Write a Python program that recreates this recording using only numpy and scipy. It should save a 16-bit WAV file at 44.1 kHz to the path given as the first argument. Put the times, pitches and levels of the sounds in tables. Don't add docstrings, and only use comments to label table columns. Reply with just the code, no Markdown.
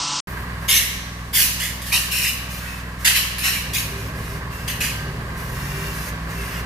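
import sys
import numpy as np
from scipy import signal
from scipy.fft import rfft, irfft, next_fast_len
from scipy.io import wavfile
from scipy.ndimage import uniform_filter1d

SR = 44100
rng = np.random.default_rng(int(sys.argv[2]) if len(sys.argv) > 2 else 0)


def master(y):
    cut = np.clip(np.atleast_2d(y).T, -1, 1)
    pcm = np.round(cut * 32767)
    wavfile.write(sys.argv[1], SR, pcm.astype(np.int16))


N = 293265
T = np.arange(N) / SR
FFT_SIZE = next_fast_len(N + SR, real=True)
FREQS = np.maximum(np.arange(FFT_SIZE // 2 + 1) * SR / FFT_SIZE, 1)

# pitch_hz, gain_db
FOG_HISS = [(24, -68), (40, -10), (111, -18), (149, -13), (251, -20), (287, -11), (484, -24), (554, -21),
            (680, -18), (977, -6), (1340, -12.5), (1720, -16.5), (2400, -14.5), (2900, -6.5), (3400, -9),
            (5720, -4), (9000, -19), (11700, -53), (19800, -120)]
# pitch_hz, gain_db
FOG_EXHAUST = [(48, -21), (144, -5.5), (287, -9.5), (430, -22), (575, -15.5), (720, -21), (862, -3),
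               (910, 0), (1005, 1.5), (1055, -7), (1150, -1), (1245, -15), (1293, -4), (1340, 6),
               (1440, -20), (1580, -16), (2000, -27)]
# pitch_hz, gain_db
TOWN_RUMBLE = [(15, -22), (27, -5), (42, 2.5), (90, -5), (160, -4), (240, -5.5), (330, -19.5), (600, -14),
               (1000, -27), (4000, -27), (12000, -31)]
# multiple_of_cycle_rate, gain_db
IDLE_HARMONICS = [(1, -30), (2, -22), (3, 4), (4, -19), (5, -2.5), (6, -4), (7, -44), (8, -4), (9, -5),
                  (10, -25.5), (11, -15.5), (12, -20.5), (13, -12), (14, -21.5)]
# pitch_hz, gain_db
BLOCK_CLATTER = [(180, -39), (300, -4), (403, -3.5), (828, -6), (1090, 1), (1440, -5.5), (1590, -4),
                 (1790, -0.5), (2650, -11.5), (2870, -11), (3380, -16.5), (4850, -16.5), (5620, -28),
                 (9960, -29), (15000, -36)]
# pitch_hz, width_hz, gain_db
BAY_PANELS = [(1033, 190, 0.5), (1616, 146, 2), (1950, 330, -7)]
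# multiple_of_cycle_rate, level_against_clatter_db
BELT_WHINE = [(55, -15.5), (79, -16.5)]
# time_s, pitch_hz, level_db
CLIMB_PATH = [(.3, 408.7, -52), (1.05, 421, -55), (1.5, 426, -79)]
# start_s, length_s, level_db, treble_tilt_db_per_octave
LANCE_BURSTS = [(.249, 0.18, -43.5, 3), (0.592, 0.11, -43.5, -1), (2.481, 0.11, -34, -2),
                (2.58, .22, -36.5, -4.5), (2.979, 0.076, -38, -2.5), (3.95, 0.14, -40, -3),
                (4.136, .24, -39.5, -3), (4.496, 0.2, -39, -3), (5.349, 0.204, -38, -1.5),
                (5.53, 0.4, -34, -4), (5.92, .17, -32.5, -2.5), (6.276, .22, -35, -3.5),
                (6.49, .11, -34, -4.5)]
# pitch_hz, gain_db
MIST_HISS = [(700, -45), (1400, -2.5), (2700, 4), (3300, -4.5), (4200, -4.5), (5800, -0.5), (7700, -5.5),
             (11500, 0), (15000, -1)]
# start_s, rise_s, length_s, level_db, treble_tilt_db_per_octave, outlet_hz, outlet_db
VALVE_BLASTS = [(.679, 0.014, 0.092, -12.5, 1.26, 1950, 0), (1.327, 0.029, 0.1, -12, 3, 5900, 3),
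                (1.59, 0.016, 0.067, -22, 1.8, 2380, 4), (1.817, 0.00086, 0.0027, -29.5, 0, 2550, -4),
                (1.85, .019, 0.18, -28.5, 1.5, 2550, -1), (1.922, 0.0065, 0.029, -14.5, -.5, 2100, -6),
                (2.108, .016, .18, -20, 2.5, 2640, 3.5), (3.045, 0.0075, 0.04, -11.5, 0, 2050, 0.5),
                (3.145, 0.013, 0.028, -14.5, .9, 2550, 2), (3.38, 0.0033, 0.065, -24.5, 1.5, 2550, 2),
                (3.432, 0.013, .049, -15.5, -0.6, 1800, 1), (3.509, .017, 0.064, -24.5, 2.5, 2300, 5),
                (3.732, 0.0041, 0.054, -20, 2, 2450, 1.5), (4.676, .0039, 0.026, -23.5, 1.5, 1950, 7),
                (4.803, 0.0045, 0.053, -20, 1.1, 2300, 3)]
# pitch_hz, gain_db
VALVE_HISS = [(400, -36), (750, -14), (1100, -10), (1400, -14.5), (1850, 1), (2500, 0), (2900, -1.5),
              (3450, -4.5), (4400, -4.5), (6400, -6), (7700, -10.5), (11500, -5.5), (15000, -12)]
# pitch_hz, ring_s (time to fade by 60 dB), gain_db
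METAL_RINGS = [(2780, 0.25, -18), (2878, 0.3, -12), (3060, 0.17, -20), (4000, 0.17, -15), (6500, 0.19, -26)]
# start_s, length_s, pitch_hz, glide_hz_per_s, level_db
VALVE_SQUEALS = [(0.696, 0.11, 2860, -5, -26.5), (0.74, 0.044, 6150, -2, -21.5),
                 (1.916, 0.061, 2295, 9000, -20.5), (2.122, 0.11, 2730, -1500, -28),
                 (2.237, 0.064, 2620, 3005, -29), (2.24, 0.037, 1943, -3, -26.5),
                 (3.142, 0.019, 2046, 9, -24.5), (3.75, 0.021, 2396, 1, -24.5),
                 (4.801, 0.057, 2645, 5000, -30), (4.807, 0.065, 1794, 1503, -31)]
# time_s, cycle_hz
LEAVING_SPEED = [(3.55, 34), (3.8, 37.4), (4.0, 34.5), (4.25, 38), (4.55, 39), (4.95, 36), (5.3, 40),
                 (5.5, 42), (5.7, 47), (5.85, 52), (6.2, 53.7), (6.65, 58)]
# pitch_hz, gain_db
LEAVING_EXHAUST = [(28, -28), (40, -2), (58, 6.5), (80, -2), (110, -3.5), (150, 1), (185, -11.5),
                   (240, -22), (330, -15), (600, -40)]
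# pitch_hz, gain_db
TYRE_NOISE = [(88, -31), (150, 6), (189, -50), (216, -2.5), (337, -14.5), (389, -8), (556, -11.5),
              (1000, -20.5), (1300, -29), (2200, -120)]
# peak_s, half_length_s, level_db
LEAVING_HUM = [(3.987, .055, -38), (4.343, 0.092, -40), (5.086, 0.033, -45), (5.38, 0.095, -41.5),
               (5.78, 0.11, -40.5), (6.394, .06, -40.5)]
# pitch_hz, level_db
LEAVING_WHINES = [(1042, -53.5), (1230, -53), (1574, -51), (1657, -55), (1733, -54)]
# pitch_hz, left_minus_right_db
MIC_BALANCE = [(700, -1.5), (1200, -4), (2000, -2.5), (2700, 4), (3200, 2), (3900, -3.5), (6000, -0.5),
               (9000, -2.5), (14000, -1)]

FOG_END_S, STREET_START_S, LEAVING_START_S = 0.203, 0.272, 3.44


def undb(db):
    return 10 ** (np.asarray(db) / 20)


def level(x, db=0):
    return x * undb(db) / np.sqrt(np.mean(x ** 2))


def curves(rows):
    times, *columns = np.transpose(rows)
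    return [np.interp(T, times, column) for column in columns]


def shape(points, hz=FREQS):
    pitches, db = np.transpose(points)
    return undb(np.interp(np.log(hz), np.log(pitches), db))


def resonance(hz, width_hz, freqs=FREQS):
    return 1 / (1 + 1j * (freqs ** 2 - hz ** 2) / (freqs * width_hz))


def colour(x, gain):
    return irfft(rfft(x, FFT_SIZE) * gain, FFT_SIZE)[..., :N]


def phase(hz):
    return 2 * np.pi * np.cumsum(hz) / SR


def wander(rate_hz):
    step = int(SR / rate_hz)
    held = np.repeat(rng.standard_normal(N // step + 1), step)[:N]
    return level(uniform_filter1d(uniform_filter1d(held, step), step))


def stereo_noise(gain, alike_hz):
    shared, side = rng.standard_normal((2, N))
    apart = np.sqrt(0.52 / (1 + (alike_hz / FREQS) ** 2))
    return level(colour(shared, gain) + np.array([[1], [-1]]) * colour(side, gain * apart))


def fogger(cycle_hz=47.8, between_db=-10, top_hz=9000):
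    angle = phase(cycle_hz * (1 + 0.0016 * wander(40)))
    engine = np.zeros(N)
    for k in range(1, 40):
        db = between_db * (k % 3 > 0) + 1.5 * wander(40)
        wave = np.cos(k * angle + rng.uniform(0, 2 * np.pi))
        engine += shape(FOG_EXHAUST, k * cycle_hz) * undb(db) * wave
    hiss = colour(rng.standard_normal(N), shape(FOG_HISS))
    sound = (level(engine, -33) + level(hiss, -25)) * (T < FOG_END_S)
    return signal.sosfilt(signal.ellip(10, 0.1, 80, top_hz, fs=SR, output="sos"), sound)


def town():
    return stereo_noise(shape(TOWN_RUMBLE), 1500) * undb(-41 + wander(2.38))


def idling_engine(cycle_hz=20.4, drop_s=0.72, harmonic_phase_rad=1.06):
    early = T < drop_s
    clatter_db = uniform_filter1d(np.where(early, -34, -39 + 0.87 * (T - drop_s)), SR // 8)
    angle = phase(cycle_hz * (1 + 0.0012 * wander(20)))
    thuds = sum(undb(db + 0.19 * wander(10)) * np.cos(k * angle - harmonic_phase_rad * k ** 2)
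                for k, db in IDLE_HARMONICS)
    thuds = level(thuds * undb(0.3 * clatter_db), -32.5)
    since_firing = (3 * angle / (2 * np.pi)) % 1
    knock = level((0.76 + np.exp(-since_firing / 0.041)) * undb(2 * wander(110)))
    panels = sum(undb(db) * abs(resonance(hz, width)) ** 2 for hz, width, db in BAY_PANELS)
    clatter = stereo_noise(shape(BLOCK_CLATTER), 880) * knock ** 0.26
    clatter += undb(-4) * stereo_noise(panels, 1100) * knock
    belt = sum(level(np.sin(k * angle) * undb(3.5 * wander(8)), db) for k, db in BELT_WHINE)
    rumble = stereo_noise(abs(resonance(84.5, width_hz=110)) ** 2, 1500)
    rumble *= undb(-40) * uniform_filter1d(1.0 * early, SR // 8)
    return thuds + (level(clatter) + belt) * undb(clatter_db) + rumble


def machine_tone(hz, waver, flutter_db):
    wave = np.sin(phase(hz * (1 + waver * wander(18))))
    return level(wave * undb(flutter_db * wander(9)))


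def climbing_tone():
    hz, db = curves(CLIMB_PATH)
    return machine_tone(hz, waver=0.0015, flutter_db=-5.5) * undb(db)


def flow(start_s, rise_s, length_s, fall_s):
    opening = np.clip((T - start_s) / rise_s, 0, 1)
    return opening * np.exp(-np.maximum(T - start_s - length_s, 0) / fall_s)


def jet(spectrum, start_s, rise_s, length_s, db, tilt_db, outlet_hz, outlet_db,
        fall_s, bounce_s, bounce_db, alike_above_hz):
    freqs = np.maximum(np.arange(SR // 2 + 1), 1.0)
    bounces = rng.standard_normal((2, SR)) * np.exp(-T[:SR] / bounce_s)
    bounces = level(bounces, bounce_db) / np.sqrt(SR)
    share = 1 / (1 + (freqs / alike_above_hz) ** 2)
    to_mics = (1 + share * rfft(bounces)) / np.sqrt(1 + (share * undb(bounce_db)) ** 2)
    outlet = abs(resonance(outlet_hz, width_hz=1260, freqs=freqs)) ** 2
    tone = shape(spectrum, freqs) * undb(tilt_db * np.log2(freqs) + outlet_db * outlet)
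    source = rfft(rng.standard_normal(SR)) * tone
    hiss = level(irfft(np.vstack([source * to_mics, source]), SR), db)
    placed = np.pad(hiss, ((0, 0), (int(start_s * SR), N)))[:, :N]
    return placed * flow(start_s, rise_s, length_s, fall_s)


def swish(x, lag_s, swing_s, rate_hz, echo_db):
    delay = lag_s + swing_s * wander(rate_hz)
    echo = np.array([np.interp(T - delay, T, row) for row in x])
    return (x + undb(echo_db) * echo) / np.sqrt(1 + undb(echo_db) ** 2)


def street_echo(x, echo_db, low_ring_s, high_ring_s):
    t = T[:SR]
    low = signal.sosfilt(signal.butter(2, 6000, fs=SR, output="sos"), rng.standard_normal((2, SR)))
    high_pass = signal.butter(2, 6000, "high", fs=SR, output="sos")
    high = signal.sosfilt(high_pass, rng.standard_normal((2, SR)))
    tail = low * undb(-60 * t / low_ring_s) + high * undb(3 - 60 * t / high_ring_s)
    tail *= 1 - np.exp(-t / 0.012)
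    echo = signal.fftconvolve(x[-1:], level(tail, echo_db) / np.sqrt(SR), axes=1)[:, :N]
    return (x[:-1] + echo) / np.sqrt(1 + undb(echo_db) ** 2)


def spray_lance(rise_s=0.032):
    mist = sum(jet(MIST_HISS, start, rise_s, length, db, tilt, outlet_hz=2550, outlet_db=-2,
                   fall_s=0.022, bounce_s=0.01, bounce_db=5.5, alike_above_hz=6460)
               for start, length, db, tilt in LANCE_BURSTS)
    mist *= undb(0.87 * wander(18))
    mist = swish(mist, lag_s=0.0024, swing_s=0.000198, rate_hz=4, echo_db=-7.5)
    return street_echo(mist, echo_db=-8.5, low_ring_s=1.0, high_ring_s=0.17)


def air_valve():
    blasts = sum(jet(VALVE_HISS, *row, fall_s=0.041, bounce_s=0.0047, bounce_db=3, alike_above_hz=17900)
                 for row in VALVE_BLASTS)
    blasts = swish(blasts, lag_s=0.0006984, swing_s=0.00011, rate_hz=12, echo_db=-7)
    blasts *= undb(0.77 * wander(260))
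    metal = sum(undb(db) * np.sqrt(ring_s) * resonance(hz, np.log(1000) / (np.pi * ring_s))
                for hz, ring_s, db in METAL_RINGS)
    ringing = level(colour(blasts, metal), -18.5) * np.std(blasts)
    squeals = sum(squeal(*row) for row in VALVE_SQUEALS) * undb([[0], [0], [-3]])
    return street_echo(blasts + squeals + ringing, echo_db=-4.5, low_ring_s=1.05, high_ring_s=0.52)


def squeal(start_s, length_s, hz, glide_hz_per_s, db):
    noise = rng.standard_normal(N) + 1j * rng.standard_normal(N)
    wobble = signal.sosfilt(signal.butter(2, 170, fs=SR, output="sos"), noise)
    angle = phase(hz + glide_hz_per_s * np.clip(T - start_s, 0, length_s))
    whistle = level(np.real(wobble * np.exp(1j * angle)), db)
    return whistle * flow(start_s, 0.011, length_s, fall_s=0.0091)


def leaving_vehicle(rise_s=0.45, firing_db=7):
    cycle_hz = curves(LEAVING_SPEED)[0]
    speeding_up = uniform_filter1d(np.gradient(cycle_hz) * SR, SR // 4)
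    fade_in = np.clip((T - LEAVING_START_S) / rise_s, 0, 1)
    angle = phase(cycle_hz * (1 + 0.007 * wander(24.99)))
    exhaust = np.zeros(N)
    for k in range(1, 10):
        db = firing_db * (k == 3) + 0.65 * wander(11)
        wave = np.cos(k * angle + rng.uniform(0, 2 * np.pi))
        exhaust += shape(LEAVING_EXHAUST, k * cycle_hz) * undb(db) * wave
    tyres = stereo_noise(shape(TYRE_NOISE), 2000) * undb(-6.5 + 2 * wander(13))
    return (level(exhaust) + tyres) * undb(-34.5 + 0.07 * speeding_up) * fade_in


def leaving_hum(pitch_hz=391.6):
    swells = sum(undb(db) / (1 + ((T - peak) / half) ** 2) for peak, half, db in LEAVING_HUM)
    wave = np.sin(phase(pitch_hz * (1 + 0.009 * wander(24))))
    return wave * swells * undb(2.7 * wander(30) + 0.5)


def leaving_whines(rise_s=1.6):
    tones = sum(machine_tone(hz, waver=0.00207, flutter_db=5.5) * undb(db) for hz, db in LEAVING_WHINES)
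    return tones * np.clip((T - LEAVING_START_S) / rise_s, 0, 1)


def scene(left_lag_s=0.00013):
    background = town()
    engines = idling_engine() + leaving_vehicle() + leaving_hum() + leaving_whines() + climbing_tone()
    engines = colour(engines, np.exp(-2j * np.pi * FREQS * np.array([[left_lag_s], [0]])))
    apart = FREQS ** 2 / (FREQS ** 2 + 300 ** 2)
    balance = shape(MIC_BALANCE) ** (apart * np.array([[0.5], [-0.5]]))
    night = colour(air_valve() + spray_lance() + engines + background, balance)
    return fogger() + night * (T > STREET_START_S)


def record(dry):
    return signal.sosfilt(signal.ellip(12, 0.1, 80, 15100, fs=SR, output="sos"), dry)


dry = scene()
out = record(dry)
master(out)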